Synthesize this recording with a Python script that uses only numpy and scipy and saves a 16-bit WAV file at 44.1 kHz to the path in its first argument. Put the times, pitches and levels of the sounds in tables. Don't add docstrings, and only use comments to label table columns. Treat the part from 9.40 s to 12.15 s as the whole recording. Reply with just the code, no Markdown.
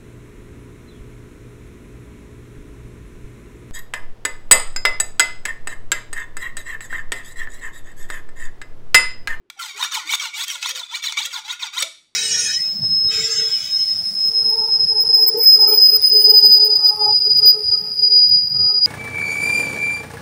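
import sys
import numpy as np
from scipy import signal
from scipy.fft import rfft, irfft
from scipy.io import wavfile
from scipy.ndimage import uniform_filter1d

SR = 44100
rng = np.random.default_rng(int(sys.argv[2]) if len(sys.argv) > 2 else 0)


def to_wav(sig):
    pcm = np.clip(np.atleast_2d(sig), -1, 1) * 32767
    pcm = np.round(pcm).astype(np.int16)
    wavfile.write(sys.argv[1], SR, pcm.T)


N = 121275
t = np.arange(N) / SR

# f/Hz, relative density/dB
AIR_SPECTRUM = [(25, -5), (60, -15.5), (110, -3), (200, -4.5), (350, -3.5), (550, -12), (900, -13.5),
                (3000, -21), (15000, -48)]
# f/Hz, T60/s
ROOM_DECAY = [(200, 0.2), (1000, 0.36), (3500, 0.44), (7000, 0.41), (11000, 0.45), (15000, 0.11)]
# t/s, level/dB
THUDS = [(.43, -64.5), (1.02, -66), (1.671, -49), (1.825, -61), (1.86, -58), (2.116, -68), (2.42, -63)]
# centre t/s, half length/s, f/Hz, level/dB
HUMS = [(.03, 0.076, 361, -68), (.18, 0.013, 796, -52), (.365, 0.018, 403, -52.5), (.665, 0.019, 332, -54),
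        (.84, 0.015, 641, -58), (1.16, 0.044, 575, -61.5), (1.4, 0.025, 690, -55.5),
        (1.35, .06, 524.4, -52.5), (1.88, .03, 527, -59), (2.42, 0.061, 338, -58.5),
        (2.433, 0.011, 596.5, -38.5), (2.465, 0.027, 655, -48.5)]
# f/Hz, level/dB, T60/s
FREE_MODES = [(658, -41, .19), (1093, -52, .2), (2180, -47, .25), (2562, -50, .33), (3408, -47, .36),
              (3705, -46, .28), (3845, -42, .34), (4551, -59, 1.1), (6250, -47, .34), (7106, -53, .22),
              (7935, -54, .27), (8350, -62, .9), (11300, -55, .2), (13580, -61, .2)]
# centre t/s, half length/s, f/Hz, level/dB
SQUEALS = [(.207, .013, 1370, -29.5), (.43, 0.005, 3700, -16), (.552, 0.0031, 3930, -43),
           (.70, 0.0087, 2260, -21.5), (.742, 0.0032, 3620, -14.5), (.945, 0.011, 2260, -27.5),
           (1.437, 0.0061, 3520, -27.5), (1.503, 0.01, 3520, -34), (1.673, 0.0031, 3950, -17),
           (1.738, .02, 2270, -39.5), (1.777, 0.0071, 2300, -23), (2.112, 0.0057, 3780, -22),
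           (2.3825, 0.0038, 3780, -18), (2.407, 0.0059, 8000, -22.5)]
# t/s, main gliding mode f/Hz
TURNS = [(.16, 6200), (.335, 2150), (.487, 7400), (.645, 2000), (.79, 6500), (.925, 2220), (1.085, 6300),
         (1.205, 2650), (1.33, 6800), (1.475, 2450), (1.62, 7000), (1.755, 2100), (1.88, 7800),
         (2.03, 2350), (2.172, 6400), (2.305, 2150), (2.445, 7000)]
# centre t/s, half length/s, level/dB
ZINGS = [(.522, .012, -36), (.85, .015, -34), (1.04, .01, -33), (1.39, .012, -35), (1.552, .016, -31),
         (1.832, .012, -31), (1.942, .011, -36)]
# f/Hz, relative level/dB
BLADE_COLOUR = [(40, -31), (250, -28), (480, -24.5), (700, -21.5), (880, -5), (1200, -7.5), (1620, -10.5),
                (2000, 2), (2800, 4.5), (4200, 5), (5100, 2.5), (7200, -5), (8500, -6.5), (9800, -14),
                (13000, -14), (16000, -14.5)]
# f/Hz, width/Hz, lift/dB
BLADE_MODES = [(1040, 125, 5.5), (1413, 55, 16.5), (1864, 54, 1.5), (2281, 111, 8.5), (3096, 20, 1),
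               (3546, 320, 6), (3754, 102, 2), (5750, 200, 8.5), (6560, 240, 8), (6750, 146, 8.5),
               (7760, 470, 4), (9030, 120, 6.5)]
# t/s, relative level/dB, low-band offset/dB, hiss offset/dB
KNOCKS = [(.1002, -20.5, 13, 2.5), (.1955, -40.5, 3, -7), (.285, -26, -5, -5.5), (.427, -14.5, 18.5, -17),
          (.447, -21, 3, -21), (.5492, -24, -20, -5), (.57, -30, -11, -7), (.7357, -11, 18, -10),
          (.7997, -23, -9, 6), (.823, -38, 2, -5), (.8365, -28, 19, -25), (1.011, -15, 8.5, 0),
          (1.0815, -17.5, -5, 12), (1.2272, -11, -2, -15), (1.259, -18, 15, 4), (1.2925, -13, 6, 9),
          (1.3565, -25.5, -18, -1), (1.6285, -41, -12, -9.5), (1.6711, -22, -3, -10), (1.7235, -11, 2, -2),
          (1.7715, -14.5, 10.5, -5), (1.858, -14, -17, 12.5), (2.109, -23.5, -0.5, -1),
          (2.3347, -33.5, 19, -11), (2.4205, -17, -6.5, -1), (2.4239, -5.5, 5, 8), (2.4271, -5, -5.5, -4.5)]
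# ratio to main mode, width/Hz, relative level/dB
STEEL_MODES = [(.29, 40, -7), (.51, 40, -6), (1, 45, -2), (1.56, 60, -8), (2.08, 70, -8), (2.95, 90, -7)]
# start t/s, swell end t/s, end t/s, bite time/s, relative bite level/dB,
# relative swell level/dB, low-band offset/dB, hiss offset/dB
STROKES = [(0.164, 0.18, .19, .008, -57, -45.5, -5, -3), (0.19, 0.229, 0.35, 0.0077, -31.5, -32, 5, 6.5),
           (0.346, 0.44, 0.5, .025, -35.5, -22.5, 11, 5), (0.508, 0.545, 0.65, 0.01, -31.5, -21.5, 9, 3.5),
           (0.647, 0.757, 0.76, 0.033, -32.5, -21, 3, 7.5),
           (0.795, 0.871, 0.91, 0.0035, -26, -29.5, 5.5, 0), (0.928, 1.05, 1.048, 0.03, -31.5, -25.5, 1, 7),
           (1.065, 1.088, 1.242, 0.03, -27, -25.5, 1.5, 5.5),
           (1.209, 1.32, 1.322, 0.017, -28, -24.5, -4, 1.5),
           (1.346, 1.346, 1.47, 0.013, -25, -26.5, 3.5, 3.5), (1.482, 1.559, 1.61, 0.011, -43, -25.5, 6, 2),
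           (1.62, 1.642, 1.784, 0.0067, -30.5, -25.5, 0.5, 3),
           (1.762, 1.789, 1.837, 0.012, -28, -21, 1.5, 1.5),
           (1.816, 1.853, 1.895, .01, -29.5, -24, -1.5, 0),
           (1.899, 1.987, 2.029, 0.031, -29.5, -31, 7.5, -0.5),
           (2.037, 2.13, 2.164, 0.013, -38, -25, 6.5, -0.5),
           (2.19, 2.264, 2.302, 0.016, -29.5, -29, 5.5, -4.5),
           (2.32, 2.391, 2.486, .015, -37.5, -23.5, 5.5, 3)]

MID_PITCH_HZ = 3700


def amp(db):
    return 10 ** (np.asarray(db) / 20)


def unit(x):
    return x / np.sqrt(np.mean(x ** 2) + 1e-20)


def log_interp(points, hz):
    f, value = np.transpose(points)
    return np.interp(np.log(hz + 1), np.log(f + 1), value)


def slow_noise(cutoff_hz, shape=N):
    lowpass = signal.butter(2, cutoff_hz, fs=SR, output="sos")
    return unit(signal.sosfilt(lowpass, rng.standard_normal(shape)))


def resonate(x, hz, width_hz):
    carrier = np.exp(2j * np.pi * np.cumsum(hz * np.ones(len(x))) / SR)
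    pole = np.exp(-np.pi * width_hz / SR)
    return 2 * (carrier * signal.lfilter([1 - pole], [1, -pole], x / carrier + 1e-18)).real


def split_bands(x, low_hz=1506, hiss_hz=7740):
    hz, spectrum = np.fft.rfftfreq(N, 1 / SR), rfft(x)
    low = irfft(spectrum / (1 + (hz / low_hz) ** 8), N)
    hiss = irfft(spectrum * (1 - 1 / (1 + (hz / hiss_hz) ** 8)), N)
    return low, x - low - hiss, hiss


def pulse(centre_s, half_s):
    return np.exp(-((t - centre_s) / half_s) ** 2)


def wavering_tones(table, width_hz):
    out = np.zeros(N)
    for centre_s, half_s, hz, db in table:
        on = abs(t - centre_s) < 3 * half_s
        drift = np.cumsum(rng.standard_normal(N)[on]) * np.sqrt(2 * np.pi * width_hz / SR)
        phase = 2 * np.pi * hz * t[on] + uniform_filter1d(drift, size=100)
        out[on] += amp(db) * np.sqrt(2) * pulse(centre_s, half_s)[on] * np.sin(phase)
    return out


def air(level_db=-73.5):
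    gain = amp(log_interp(AIR_SPECTRUM, np.fft.rfftfreq(N, 1 / SR)))
    return amp(level_db) * unit(irfft(rfft(rng.standard_normal(N)) * gain, N))


def kitchen_reverb(x, gap_s=0.0033):
    hz, age_s, noise = signal.stft(rng.standard_normal(SR // 2), SR, nperseg=256)
    tail = signal.istft(noise * amp(-60 * age_s / log_interp(ROOM_DECAY, hz)[:, None]), SR)[1]
    tail *= np.clip(t[:len(tail)] / gap_s - 1, 0, 1)
    return signal.fftconvolve(x, tail / np.linalg.norm(tail))[:N]


def thuds():
    return slow_noise(cutoff_hz=87.8) * sum(amp(db) * pulse(at_s, half_s=.012) for at_s, db in THUDS)


def hums():
    return wavering_tones(HUMS, width_hz=21)


def release_ring(release_s=2.425):
    age_s = np.maximum(t - release_s, 0)
    return sum(amp(db - 60 * age_s / t60_s) * np.sin(2 * np.pi * hz * age_s)
               for hz, db, t60_s in FREE_MODES)


def squeals():
    return wavering_tones(SQUEALS, width_hz=38)


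def contact_pitch_hz():
    turn_s, hz = np.transpose(TURNS)
    index = np.arange(len(turn_s))
    progress = np.interp(t, turn_s, index)
    eased = np.floor(progress) + (1 - np.cos(np.pi * (progress % 1))) / 2
    free_length = np.interp(eased, index, hz ** -.5)
    return free_length ** -2


def zings(flutter_depth=0.79):
    phase_flutter, gain_flutter = flutter_depth * slow_noise(cutoff_hz=146, shape=(2, N))
    tone = np.sin(2 * np.pi * np.cumsum(contact_pitch_hz()) / SR + phase_flutter) * (1 + gain_flutter)
    return unit(tone) * sum(amp(db) * pulse(at_s, half_s) for at_s, half_s, db in ZINGS)


def blade(force):
    hz = np.fft.rfftfreq(8192, 1 / SR)
    peaks = sum((amp(db) ** 2 - 1) / (1 + (2 * (hz - mode_hz) / width_hz) ** 2)
                for mode_hz, width_hz, db in BLADE_MODES)
    gain = amp(log_interp(BLADE_COLOUR, hz)) * np.sqrt(1 + peaks)
    log_gain = np.log(np.r_[gain, gain[-2:0:-1]])
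    spectrum = np.exp(np.conj(signal.hilbert(log_gain)))
    response = np.fft.ifft(spectrum).real[:len(hz)]
    return signal.oaconvolve(force, response / np.linalg.norm(response))[:N]


def knocks(gain_db=-6.5, t60_s=0.023, highpass_hz=650):
    drives = np.zeros((3, N))
    age_s = t[:SR // 10]
    for at_s, db, low_db, hiss_db in KNOCKS:
        at = round(at_s * SR)
        burst = rng.choice([-1., 1.], len(age_s)) * amp(-60 * age_s / t60_s)
        burst[0] = 0.83
        drives[:, at:at + len(age_s)] += amp(db + np.array([[low_db], [0], [hiss_db]])) * burst
    blows = sum(split_bands(drive)[band] for band, drive in enumerate(drives))
    highpass = signal.butter(2, highpass_hz, "high", fs=SR, output="sos")
    return amp(gain_db) * signal.sosfilt(highpass, blows)


def node_gain(octave, phase_cycles, nodes_per_octave=1.15, depth=.85):
    return 1 + depth * np.sin(2 * np.pi * (nodes_per_octave * octave + phase_cycles))


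def steel_modes(force, octave):
    out = np.zeros(N)
    for ratio, width_hz, db in STEEL_MODES:
        hz = np.minimum(ratio * MID_PITCH_HZ * 2 ** octave, SR / 2)
        out += amp(db) * unit(resonate(force, hz, width_hz)) * node_gain(octave, np.log2(ratio) + 1 / 4)
    return unit(out)


def bending_modes(force, octave, count=36, lowest_hz=1018.2, step_hz=429.5):
    mid_bend_hz_per_octave, tilt_db_per_octave = 680, -1.5
    out = np.zeros(N)
    for k, (offset, phase) in enumerate(rng.random((count, 2))):
        rest_hz = lowest_hz + step_hz * (k + (offset - .5) * min(k / 10, 1))
        hz = rest_hz + mid_bend_hz_per_octave * np.sqrt(rest_hz / MID_PITCH_HZ) * octave
        gain = amp(tilt_db_per_octave * np.log2(rest_hz / MID_PITCH_HZ))
        out += gain * resonate(force, hz, width_hz=38) * node_gain(octave, phase + t)
    return unit(out)


def slip_force(slips_per_s=1800, spread_db=3, smooth_gain=0.44):
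    slips = (rng.random(N) < slips_per_s / SR) * rng.choice([-1, 1], N)
    sizes = amp(spread_db * np.minimum(rng.exponential(1, N), 4))
    return unit(unit(slips * sizes) + smooth_gain * rng.standard_normal(N))


def chatter(depth_db=1.5, tau_s=0.0058):
    flicker = unit(signal.lfilter([1], [1, -np.exp(-1 / (tau_s * SR))], rng.standard_normal(N)))
    return unit(amp(depth_db * np.clip(flicker, -1.4, 1.4)))


def friction_bands(steel_db=-4.5, bending_db=-.5, direct_db=-17.5, grit_db=-5):
    force, pressure = slip_force(), chatter()
    octave = np.log2(contact_pitch_hz() / MID_PITCH_HZ)
    speed = unit(abs(np.gradient(octave)))
    modes = amp(steel_db) * steel_modes(force, octave) + amp(bending_db) * bending_modes(force, octave)
    low, middle, hiss = split_bands((modes + amp(direct_db) * force) * pressure)
    grit = split_bands(force * pressure)[2]
    return low, middle, (hiss + amp(grit_db) * grit) * amp(2.5 * (speed - 2))


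def scrape(gain_db=-3.5, fade_to_db=-46, lift_s=0.0041, hiss_lift_db=1, hiss_db_per_db=0.28):
    low, middle, hiss = friction_bands()
    out = np.zeros(N)
    for start_s, top_s, end_s, bite_s, bite_db, top_db, low_db, hiss_db in STROKES:
        on = (t > start_s) & (t < end_s + lift_s)
        now_s = t[on]
        swell = np.clip((now_s - start_s) / max(top_s - start_s, .002), 0, 1) ** 1.8
        fade = np.clip((now_s - top_s) / max(end_s - top_s, .002), 0, 1) ** 1.2
        db = bite_db + (top_db - bite_db) * swell + (fade_to_db - top_db) * fade
        bite = np.clip((now_s - start_s) / bite_s, 0, 1)
        lift = np.clip((end_s + lift_s - now_s) / lift_s, 0, 1)
        hiss_gain = amp(hiss_lift_db + hiss_db + hiss_db_per_db * (db - top_db))
        out[on] += bite * lift * amp(db) * (amp(low_db) * low[on] + middle[on] + hiss_gain * hiss[on])
    return amp(gain_db) * out


def scene(reverb_db=-13.5):
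    metal = blade(scrape() + knocks()) + squeals() + hums() + zings() + release_ring() + thuds()
    return (metal + amp(reverb_db) * kitchen_reverb(metal) + air())[None]


def record(dry, cutoff_hz=15850):
    lowpass = signal.firwin(511, cutoff_hz, window=("kaiser", 9), fs=SR)
    return signal.oaconvolve(dry, lowpass[None], "same")


dry = scene()
out = record(dry)
to_wav(out)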